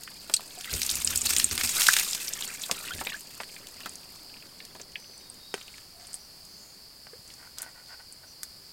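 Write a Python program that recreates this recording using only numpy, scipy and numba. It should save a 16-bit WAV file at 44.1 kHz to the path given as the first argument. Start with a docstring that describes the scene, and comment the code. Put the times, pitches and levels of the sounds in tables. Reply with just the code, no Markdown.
"""Water splatters over a skinned snake, close to one nearly mono microphone in a forest.
Drops burst into spray, trapped air gurgles, and the stream drums on something hollow below, then drips off.
From 5.5 s the coiled meat is clamped in a split bamboo stick, which knocks, rubs and cracks.
Farther off among the trees, insects drone throughout over a soft rumble and hiss of air."""
import sys
import numpy as np
from scipy import signal
from scipy.fft import rfft, irfft, next_fast_len
from scipy.io import wavfile
from scipy.ndimage import uniform_filter1d
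from numba import njit

SR = 44100
rng = np.random.default_rng(int(sys.argv[2]) if len(sys.argv) > 2 else 0)


def persist_wave(psi):
    """Save psi, clipped to +-1, as 16-bit WAV."""
    counts = np.round(np.clip(psi, -1, 1) * 32767).astype(np.int16)
    wavfile.write(sys.argv[1], SR, np.atleast_2d(counts).T)


N = 384552
TIME = np.arange(N) / SR

# strength of the falling water, poured until 2 s and then running off: (time [s], level [dB])
WATER_FLOW = [(0, -52.5), (0.54, -48.5), (0.69, -42), (0.74, -33.5), (0.84, -39.5), (0.94, -33.5),
              (1.04, -38), (1.39, -30.5), (1.47, -36), (1.7, -29.5), (1.8, -25), (1.97, -27), (2.04, -33),
              (2.42, -40.5), (3.1, -45), (3.28, -50.5), (3.85, -53), (5.4, -59)]


def pouring():
    """Close up, droplets burst into spray and small bubbles gurgle; both thicken as the flow grows."""
    # spectrum of the spray: (frequency [Hz], relative level [dB])
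    spray_spectrum = [(410, -56), (700, -16.5), (1600, -12), (2000, -13), (2660, -5.5), (2990, -11.5),
                      (5860, -5.5), (8540, -4), (10800, -11.5), (14000, -8), (15500, -18)]
    # gulps of air dragged under, each a cluster of small bubbles: (time [s], length [s], level [dB])
    gulps = [(.67, 0.0917, -45), (1.09, 0.0599, -43.5), (1.36, 0.0307, -42.5), (1.56, 0.0525, -37),
             (1.75, 0.02076, -28), (1.97, 0.05145, -38), (2.3, 0.2434, -46), (2.72, 0.2805, -45),
             (3.03, 0.10097, -42.5), (3.57, 0.0337, -53), (3.79, 0.0668, -49)]
    flow = curve(WATER_FLOW)
    gurgle = np.hypot(undb(-23) * flow ** 0.68983, swells(gulps, attack_s=.02, release_s=.025))
    # a weak stream breaks into single drips and its hiss stops
    flow = np.sqrt(np.maximum(flow ** 2 - undb(-56) ** 2, 0))
    gurgle = np.sqrt(np.maximum(gurgle ** 2 - undb(-66) ** 2, 0))
    drops_per_s = 420 + 2300 * (flow / flow.max())
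    drops = shower(drops_per_s, 2200, 15030, cycles=6.2, spread_db=5, rise=0.062, burst_s=.005, pieces=3)
    mist = rng.standard_normal(N) * undb(5.1 * wander(160))
    spray = unit(colour(drops + undb(0.5) * mist, spray_spectrum)) * flow * undb(1.0)
    bubbles_per_s = 80 + drops_per_s * .13
    bubbles = shower(bubbles_per_s, 1204.8, 4200, cycles=11.56, spread_db=2, rise=0.14, burst_s=.006,
                     pieces=2)
    wash = shower(drops_per_s, 120, 1214.6, cycles=1.7, spread_db=2.5, rise=0, burst_s=.004)
    wash = unit(colour(wash, [(100, -5), (300, -5), (1200, -12)])) * (gurgle / gurgle.max()) ** 0.36806
    return spray + bubbles * gurgle + wash * undb(-47.5)


def splashes():
    """Water lands by the microphone in bright slaps, lesser drips and heavy, dull plops."""
    # the loudest slaps and drips: (time [s], level [dB], centre [Hz], width [octaves])
    splats = [(.0345, -38, 8558, 0.8926), (.076, -38.5, 1940, 0.4375), (.2976, -34, 3500, 2.38),
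              (.3292, -49, 4496, 0.4856), (.394, -42, 946.7, 0.3354), (.4073, -40.5, 4490, 4.15),
              (.3388, -16, 5497, 0.5431), (.3412, -17.5, 8089, 0.04605), (.3645, -29.5, 8463, 0.4277),
              (.3672, -26.5, 4331, 0.1049), (.6095, -37, 5200, 1.126), (.644, -35, 3126, 0.3395),
              (.7374, -25.5, 6195, 0.3588), (.8175, -23, 5384, 1.069), (.8314, -24, 6425, 0.585),
              (.8643, -26.5, 6987, 0.405), (.8925, -23.5, 4213, 0.2798), (.9009, -24, 7285, 0.4167),
              (.9124, -24.5, 6447, 0.5694), (.955, -25, 8675, 0.4153), (1.0465, -19, 8417, 0.1498),
              (1.0743, -20.5, 5193, 0.643), (1.1586, -20, 7558, 0.6326), (1.1746, -20.5, 7847, 0.2012),
              (1.2167, -23.5, 7483, 0.2526), (1.2683, -23.5, 4564, 0.166), (1.2992, -25, 6120, 0.449),
              (1.3648, -18.5, 5697, 0.9105), (1.3841, -20, 8192, 0.2292), (1.3985, -19, 4664, 0.8774),
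              (1.4436, -14.5, 7926, 0.15725), (1.5117, -27, 5717, 0.3626), (1.5785, -23.5, 5190, 0.985),
              (1.612, -24.5, 2833, 0.8513), (1.8181, -18.5, 5291, 1.515), (1.8678, -18.5, 4602, 0.7),
              (1.8836, -17, 6824, 0.5), (1.9336, -21.5, 6500, 0.685), (1.938, -18.5, 5138, 1.075),
              (1.9662, -18.5, 4357, 1.09), (1.9869, -23.5, 5625, 0.747), (2.1318, -25, 5567, 0.611),
              (2.1489, -27, 5180, 0.6496), (2.2806, -29, 5277, 0.3674), (2.3356, -27, 6953, 0.228),
              (2.4235, -30, 3832, 0.3387), (2.6186, -33, 6670, 0.2547), (2.6364, -30.5, 3523, 0.1987),
              (2.7127, -20.5, 4575, 0.7617), (2.885, -36.5, 3292, 0.3367), (2.9365, -36, 4450, 0.794),
              (3.0699, -27, 2617, 0.4324), (3.4338, -39, 3060, 0.828), (3.5638, -41, 2554, 0.391),
              (3.6705, -39.5, 6244, 1.086), (3.8044, -41.5, 4508, 1.428), (3.8938, -38.5, 7893, 0.2636),
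              (3.9553, -38.5, 7742, 0.4295), (4.34, -46.5, 2661, 0.2056), (4.424, -47.5, 2358, 0.4137),
              (4.6036, -40, 2730, 0.4814), (4.6512, -41, 6306, 0.756), (4.8143, -38, 6192, 0.2184),
              (4.9563, -30.5, 2549, 0.24486), (5.178, -46.5, 8380, 0.178), (5.2996, -38.5, 8659, 0.0628)]
    # heavy plops: (time [s], level [dB], centre [Hz], width [octaves])
    plops = [(.299, -38.5, 1105, 0.6343), (2.696, -33, 930.2, 0.4453), (2.7127, -32.5, 598.6, 1.07),
             (3.0118, -31.5, 867.5, 0.793), (3.068, -37, 693, 0.8845), (3.4023, -31.5, 1262, 0.8535),
             (3.859, -34.5, 1439, 1.49), (4.752, -44, 796, 0.992), (4.7982, -43.5, 1601, 1.458),
             (4.802, -47, 417.8, 0.264)]
    bright = hits(splats + drip_rows(), t60=0.019308, tail_db=6, skirt_db=-31, focus=1.5)
    dull = hits(plops, t60=0.06504, tail_db=6, skirt_db=-34.5, focus=0.7688)
    return bright + dull


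def drip_rows(drips_per_s=11, width_octaves=.45, count=300):
    """Rows for hits(): lesser drips at random times and pitches, stronger while more water falls."""
    when, luck = rng.random((count, 2)).T
    size, pitch = rng.standard_normal((count, 2)).T
    s = when * N / SR
    flow_db = np.interp(s, *np.transpose(WATER_FLOW))
    db = -12.5 + 0.6841 * flow_db + 1.5 * size
    hz = 5116 * 2 ** (0.71 * pitch.clip(-2, 1))
    falls = (luck < drips_per_s * N / SR / count) & (s < WATER_FLOW[-1][0])
    return list(np.column_stack([s, db, hz, np.full(count, width_octaves)])[falls])


def plinks():
    """Larger air pockets ring and rise in pitch as they surface."""
    # trapped air: (time [s], level before the attack [dB], pitch [Hz], t60 [s], rise [octaves])
    air_pockets = [(.574, -39, 701.6, 0.09123, 0.225), (.674, -30, 1935, 0.03687, 0.2774),
                   (0.693, -36.5, 1568, 0.04955, 0.074), (1.887, 7.5, 1447, 0.009812, 0.6658),
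                   (1.8902, -5, 1950, 0.010025, 0), (2.907, -27, 1375, 0.0822, 0.987),
                   (2.992, -31, 1719, 0.0329, 0.282), (3.12, -25, 1791, 0.02564, 0.1115),
                   (3.143, -23.5, 1580, 0.03712, 0.5688), (3.86, -24.5, 1331, 0.02456, 0),
                   (7.132, -38, 436, 0.0689, 0.907)]
    out, t = np.zeros(N), TIME[:SR // 5]
    attack = 1 - np.exp(-t / 0.0011964)
    for s, db, hz, t60, rise in air_pockets:
        glide_hz = hz * 2 ** (rise * np.minimum(t / t60, 1))
        phase = 2 * np.pi * np.cumsum(glide_hz) / SR
        add(out, s, undb(db) * np.sin(phase) * np.exp(-np.log(1000) * t / t60) * attack)
    return out


def drumming(beats_per_s=160):
    """Lumps of the stream beat on a hollow surface below and keep its low modes ringing."""
    # modes of the hollow surface: (frequency [Hz], width [Hz], relative level [dB])
    hollow_modes = [(62, 12, -10.5), (84, 16, -4.5), (151.39, 24, -8), (235.84, 7.5, 2),
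                    (334.82, 53.9, -12)]
    # lumps of water landing: (time [s], length [s], level [dB])
    lumps = [(.718, 0.0239, -37), (.912, 0.02248, -41.5), (1.022, 0.3765, -45.5), (1.425, 0.0315, -42.5),
             (1.502, 0.018, -41), (1.618, 0.02175, -43.5), (2.924, 0.02292, -43)]
    beats = rng.standard_normal(N) * (rng.random(N) < beats_per_s / SR)
    ringing = resonate(beats, hollow_modes)
    body = colour(ringing, [(25, -14.5), (60, 6), (300, -5.5), (700, -4.5), (3000, -47.5)])
    steady = body / np.sqrt(uniform_filter1d(body ** 2, SR // 8) + 1e-12)
    return steady * swells(lumps, attack_s=0.010446, release_s=0.059)


def knock(time_s=5.5413):
    """One dry, hollow blow on the bamboo as it closes on the meat."""
    # spectrum of the struck bamboo: (frequency [Hz], relative level [dB])
    bamboo_spectrum = [(59, -46.5), (100, -19), (407, 3), (594, -5.5), (1000, 0), (1160, -8), (1400, -0.5),
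                       (1880, -8), (2750, -1), (4000, -13.5), (5040, -7.5), (7830, -16), (8880, -7.5),
                       (10100, -25), (15000, -28.5)]
    out = np.zeros(N)
    blow = colour(scatter(t60=0.03414, tail_db=2), bamboo_spectrum)
    add(out, time_s, set_onset_level(blow, db=-25.5))
    return out


def stick(slips_per_s=900):
    """Close up, quick slips ring the stick, wet skin crackles on it and bamboo fibres crack."""
    # the stick sliding under the hands: (time [s], length [s], level [dB])
    rubs = [(7.365, 0.15088, -54), (7.578, 0.12696, -46), (7.739, 0.0952, -53.5), (7.875, 0.09482, -51.5),
            (7.978, 0.05082, -57), (8.223, 0.04055, -56.5)]
    # modes of the stick: (frequency [Hz], width [Hz], relative level [dB])
    stick_modes = [(882.4, 586, -10), (1478, 58.66, 4), (1830, 113.8, -5)]
    # wet skin pressed against the stick: (time [s], length [s], level [dB])
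    squeezes = [(5.535, 0.0792, -52), (5.66, 0.1577, -56), (5.99, 0.1384, -54), (7.27, 0.048, -57),
                (7.57, 0.0327, -47.5), (7.85, 0.0918, -59)]
    # fibre cracks and soft bumps: (time [s], level [dB], centre [Hz], width [octaves])
    cracks = [(5.5788, -45, 1799, 1.23), (5.613, -43.5, 2939, 0.2947), (5.681, -44, 3319, 0.3206),
              (5.7407, -46, 2331, 0.134), (5.782, -44.5, 3340, 0.99), (6.0706, -43.5, 8500, 0.18),
              (6.1317, -40, 8070, 0.2633), (6.1423, -31, 8782, 0.1023), (6.154, -43, 8000, 0.367),
              (6.4515, -47, 7500, .38), (7.0693, -46, 1090, .89), (7.135, -52.5, 1400, 0.532),
              (7.19, -54, 94.19, 0.563), (7.277, -48, 7700, .27), (7.3032, -47.5, 3319, 0.34),
              (7.3392, -45, 6500, 0.299), (7.5845, -33.5, 7130, 0.5172), (7.6198, -31, 9522, 0.2491),
              (7.6291, -40.5, 7525, .75), (8.1249, -42.5, 8653, 0.16), (8.4318, -43.5, 1710, 0.37),
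              (8.4326, -31, 8358, 0.548)]
    pressure = np.zeros(N)
    for s, length, db in rubs:
        add(pressure, s, undb(db) * np.hanning(int(length * SR)) ** .5)
    slips = rng.standard_normal(N) * (rng.random(N) < slips_per_s / SR)
    ringing = resonate(slips, stick_modes)
    rub = unit(colour(ringing, [(300, -9.5), (700, 0), (2200, -3.5), (4000, -7.5)])) * pressure
    ticks = shower(np.full(N, 1100.), 1239.4, 10580, cycles=2.766, spread_db=2.5, rise=0, burst_s=.003,
                   pieces=2)
    crackle = unit(colour(ticks, [(1000, -3), (2600, -6), (7000, -2), (13000, -11)]))
    crackle *= swells(squeezes, attack_s=0.00856, release_s=0.05265)
    return hits(cracks, t60=0.03294, tail_db=-1, skirt_db=-21, focus=1) + rub + crackle


def echoes(near, t60=0.094, delay_s=.004):
    """Ground and trunks throw close sounds back at the microphone; returns two unlike echo signals."""
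    t = TIME[:SR // 4]
    tails = rng.standard_normal((2, len(t))) * np.exp(-np.log(1000) * t / t60) * (t > delay_s)
    return [signal.fftconvolve(near, tail / np.linalg.norm(tail))[:N] for tail in tails]


def insects():
    """A distant chorus merges into one shimmering band; single callers glide through it."""
    # spectrum of the chorus: (frequency [Hz], relative level [dB])
    chorus_spectrum = [(3750, -34), (4100, -7.5), (4350, 1.5), (4650, 3.5), (5000, 2.5), (5300, -5.5),
                       (5750, -14), (6300, -32.5)]
    # faint, far calls: (time [s], length [s], start [Hz], end [Hz], width [Hz], level [dB])
    calls = [(4.963, 0.3874, 6035, 5999, 139.7, -55), (5.182, 0.253, 3790, 3705, 140, -63),
             (5.38, 0.4764, 3753, 3830, 150, -56.5), (5.929, 0.3428, 689.1, 774.8, 70, -61.5),
             (6.181, .12, 5912, 5600, 400, -57), (6.471, 0.23, 5892, 6592, 597, -61),
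             (6.568, .26, 6876, 6700, 750, -58), (8.269, 0.08446, 6001, 5748, 400, -53.5)]
    chorus = unit(colour(rng.standard_normal(N), chorus_spectrum)) * undb(-52 + wander(11))
    for s, length, start_hz, end_hz, width, db in calls:
        n = int(length * SR)
        lowpass = signal.butter(2, width / 2, fs=SR, output="sos")
        rasp = signal.sosfilt(lowpass, rng.standard_normal(n) + 1j * rng.standard_normal(n))
        glide = np.exp(2j * np.pi * np.cumsum(np.linspace(start_hz, end_hz, n)) / SR)
        envelope = np.sin(np.pi * np.linspace(0, 1, n) ** .5)  # quick swell, slow fade
        add(chorus, s, undb(db) * envelope * unit(np.real(rasp * glide)))
    return chorus


def forest():
    """Soft rumble and hiss of the air among the trees."""
    # spectrum of the air: (frequency [Hz], relative level [dB])
    air_spectrum = [(20, 8.5), (60, 11.5), (110, 9), (170, 9), (350, 4.5), (700, 2.5), (1500, -1),
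                    (3300, -2), (7000, -0.5), (9000, 0.5), (11000, -2.5), (15500, -4)]
    return unit(colour(rng.standard_normal(N), air_spectrum)) * undb(-53.5 + 0.41 * wander(4.4))


def shower(per_s, low_hz, high_hz, cycles, spread_db, rise, burst_s, pieces=1, count=40000):
    """Random drops at a moving rate; each breaks into pieces, grains of like pitch, within burst_s."""
    when, luck, pitch, ring, strength = rng.random((count, 5)).T
    chance = np.minimum(per_s[(when * N).astype(int)] * N / SR / count, 1)
    late, detune = rng.random((2, pieces, count))
    start = np.floor(np.minimum(when * N + late ** 2 * burst_s * SR, N - 1))
    hz = np.minimum(low_hz * (high_hz / low_hz) ** pitch * 2 ** ((detune - .5) / 2), SR / 2)
    cycles = cycles * 2 ** (2 * ring - 1) * np.ones((pieces, 1))
    # mean power is even over time and frequency; later grains are weaker
    size = undb(-spread_db * np.log(strength + .02)) * (1 - late / 2) * hz / np.sqrt(cycles)
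    size = size / np.sqrt(np.sum(size ** 2 * cycles * SR / hz) / 4 / N * chance)
    return grains(*(a[:, luck < chance].ravel() for a in (start, hz, cycles, size)), float(rise))


@njit
def grains(start, hz, cycles, size, rise):
    """Damped sines that lose 1 neper in the given cycles and rise in pitch as they die."""
    out = np.zeros(N)
    for k in range(len(start)):
        life, phase = cycles[k] * SR / hz[k], 0.
        for i in range(min(int(5 * life), N - int(start[k]))):
            phase += 2 * np.pi * hz[k] * (1 + rise * i / (5 * life)) / SR
            out[int(start[k]) + i] += size[k] * np.exp(-i / life) * np.sin(phase)
    return out


def hits(rows, t60, tail_db, skirt_db, focus):
    """Each contact is a click and a brief spatter in a band of its own, narrower with more focus."""
    out, octaves = np.zeros(N), np.linspace(-6, 6, 97)
    for s, db, hz, width in rows:
        bell_db = -focus * 10 * np.log10(np.e) * (octaves / width) ** 2 / 2
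        band_db = np.maximum(bell_db, skirt_db - 3.482 * np.abs(octaves)) - 3 * octaves.clip(-1, 2)
        hit = colour(scatter(t60, tail_db), np.column_stack([hz * 2 ** octaves, band_db]))
        add(out, s, set_onset_level(hit, db))
    return out


def scatter(t60, tail_db, count=2048):
    """A click followed by a dying spatter whose energy is tail_db relative to the click."""
    tail = rng.standard_normal(count) * undb(-60 * np.arange(count) / SR / t60)
    tail *= undb(tail_db) / np.linalg.norm(tail)
    tail[0] += 1
    return tail


def resonate(x, modes):
    """Ring x through (frequency [Hz], width [Hz], gain [dB]) resonances."""
    return sum(undb(db) * signal.lfilter(*signal.iirpeak(hz, hz / width, fs=SR), x)
               for hz, width, db in modes)


def colour(x, points):
    """Minimum-phase filter through (frequency [Hz], gain [dB]) points."""
    n = 2 * next_fast_len(len(x) // 2 + 512)
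    hz, db = np.transpose(points)
    gain = undb(np.interp(np.log(np.arange(n // 2 + 1) * SR / n + 1), np.log(hz), db))
    cepstrum = irfft(np.log(gain))
    cepstrum[1:n // 2] *= 2
    cepstrum[n // 2 + 1:] = 0
    return irfft(rfft(x, n) * np.exp(rfft(cepstrum)), n)[:len(x)]


def swells(rows, attack_s, release_s):
    """Gain over time: each (time [s], length [s], level [dB]) row rises, holds and dies away."""
    power, t = np.zeros(N), TIME[:SR]
    for s, length, db in rows:
        release = np.exp(-np.maximum(t - length, 0) / release_s)
        add(power, s, (undb(db) * np.minimum(t / attack_s, 1) * release) ** 2)
    return np.sqrt(power)


def curve(rows):
    """Gain through (time [s], level [dB]) points; silent outside their span."""
    return undb(np.interp(TIME, *np.transpose(rows), left=-120, right=-120))


def wander(steps_per_s):
    """Smooth random drift with a spread near 1."""
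    k = int(SR / steps_per_s)
    steps = np.repeat(rng.standard_normal(N // k + 1), k)
    return np.sqrt(2) * uniform_filter1d(uniform_filter1d(steps, k), k)[:N]


def set_onset_level(x, db):
    """Scale so that the first 5 ms have an rms level of db."""
    return x * undb(db) / np.sqrt(np.mean(x[:220] ** 2))


def undb(db):
    """Decibels to gain."""
    return 10 ** (np.asarray(db) / 20)


def unit(x):
    """Scale to rms 1."""
    return x / np.sqrt(np.mean(x ** 2))


def add(out, s, sound):
    """Mix a sound in at time s."""
    i = max(int(s * SR), 0)
    out[i:i + len(sound)] += sound[:max(N - i, 0)]


def scene():
    """Water and bamboo sit close and centred; only their echoes, the insects and the air have width."""
    near = pouring() + splashes() + plinks() + drumming() + knock() + stick()
    mid_echo, side_echo = echoes(near)
    mid = near + undb(-14) * mid_echo + insects() + forest()
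    side_echo = colour(side_echo, [(100, -28), (500, -31), (1400, -43), (4000, -60.5), (12000, -24.5)])
    side = side_echo + undb(-16.5) * forest() + undb(-33) * insects()
    return np.array([mid + side, mid - side])


def record(dry):
    """The recorder has a narrow notch in the treble, clips at full scale and cuts the top."""
    notch_hz, top_hz = 5950, 15900
    notched = signal.lfilter(*signal.iirnotch(notch_hz, Q=45, fs=SR), dry)
    lowpass = signal.ellip(10, .2, 70, top_hz, fs=SR, output="sos")
    return signal.sosfilt(lowpass, np.clip(notched, -1, 1))


dry = scene()
out = record(dry)
persist_wave(out)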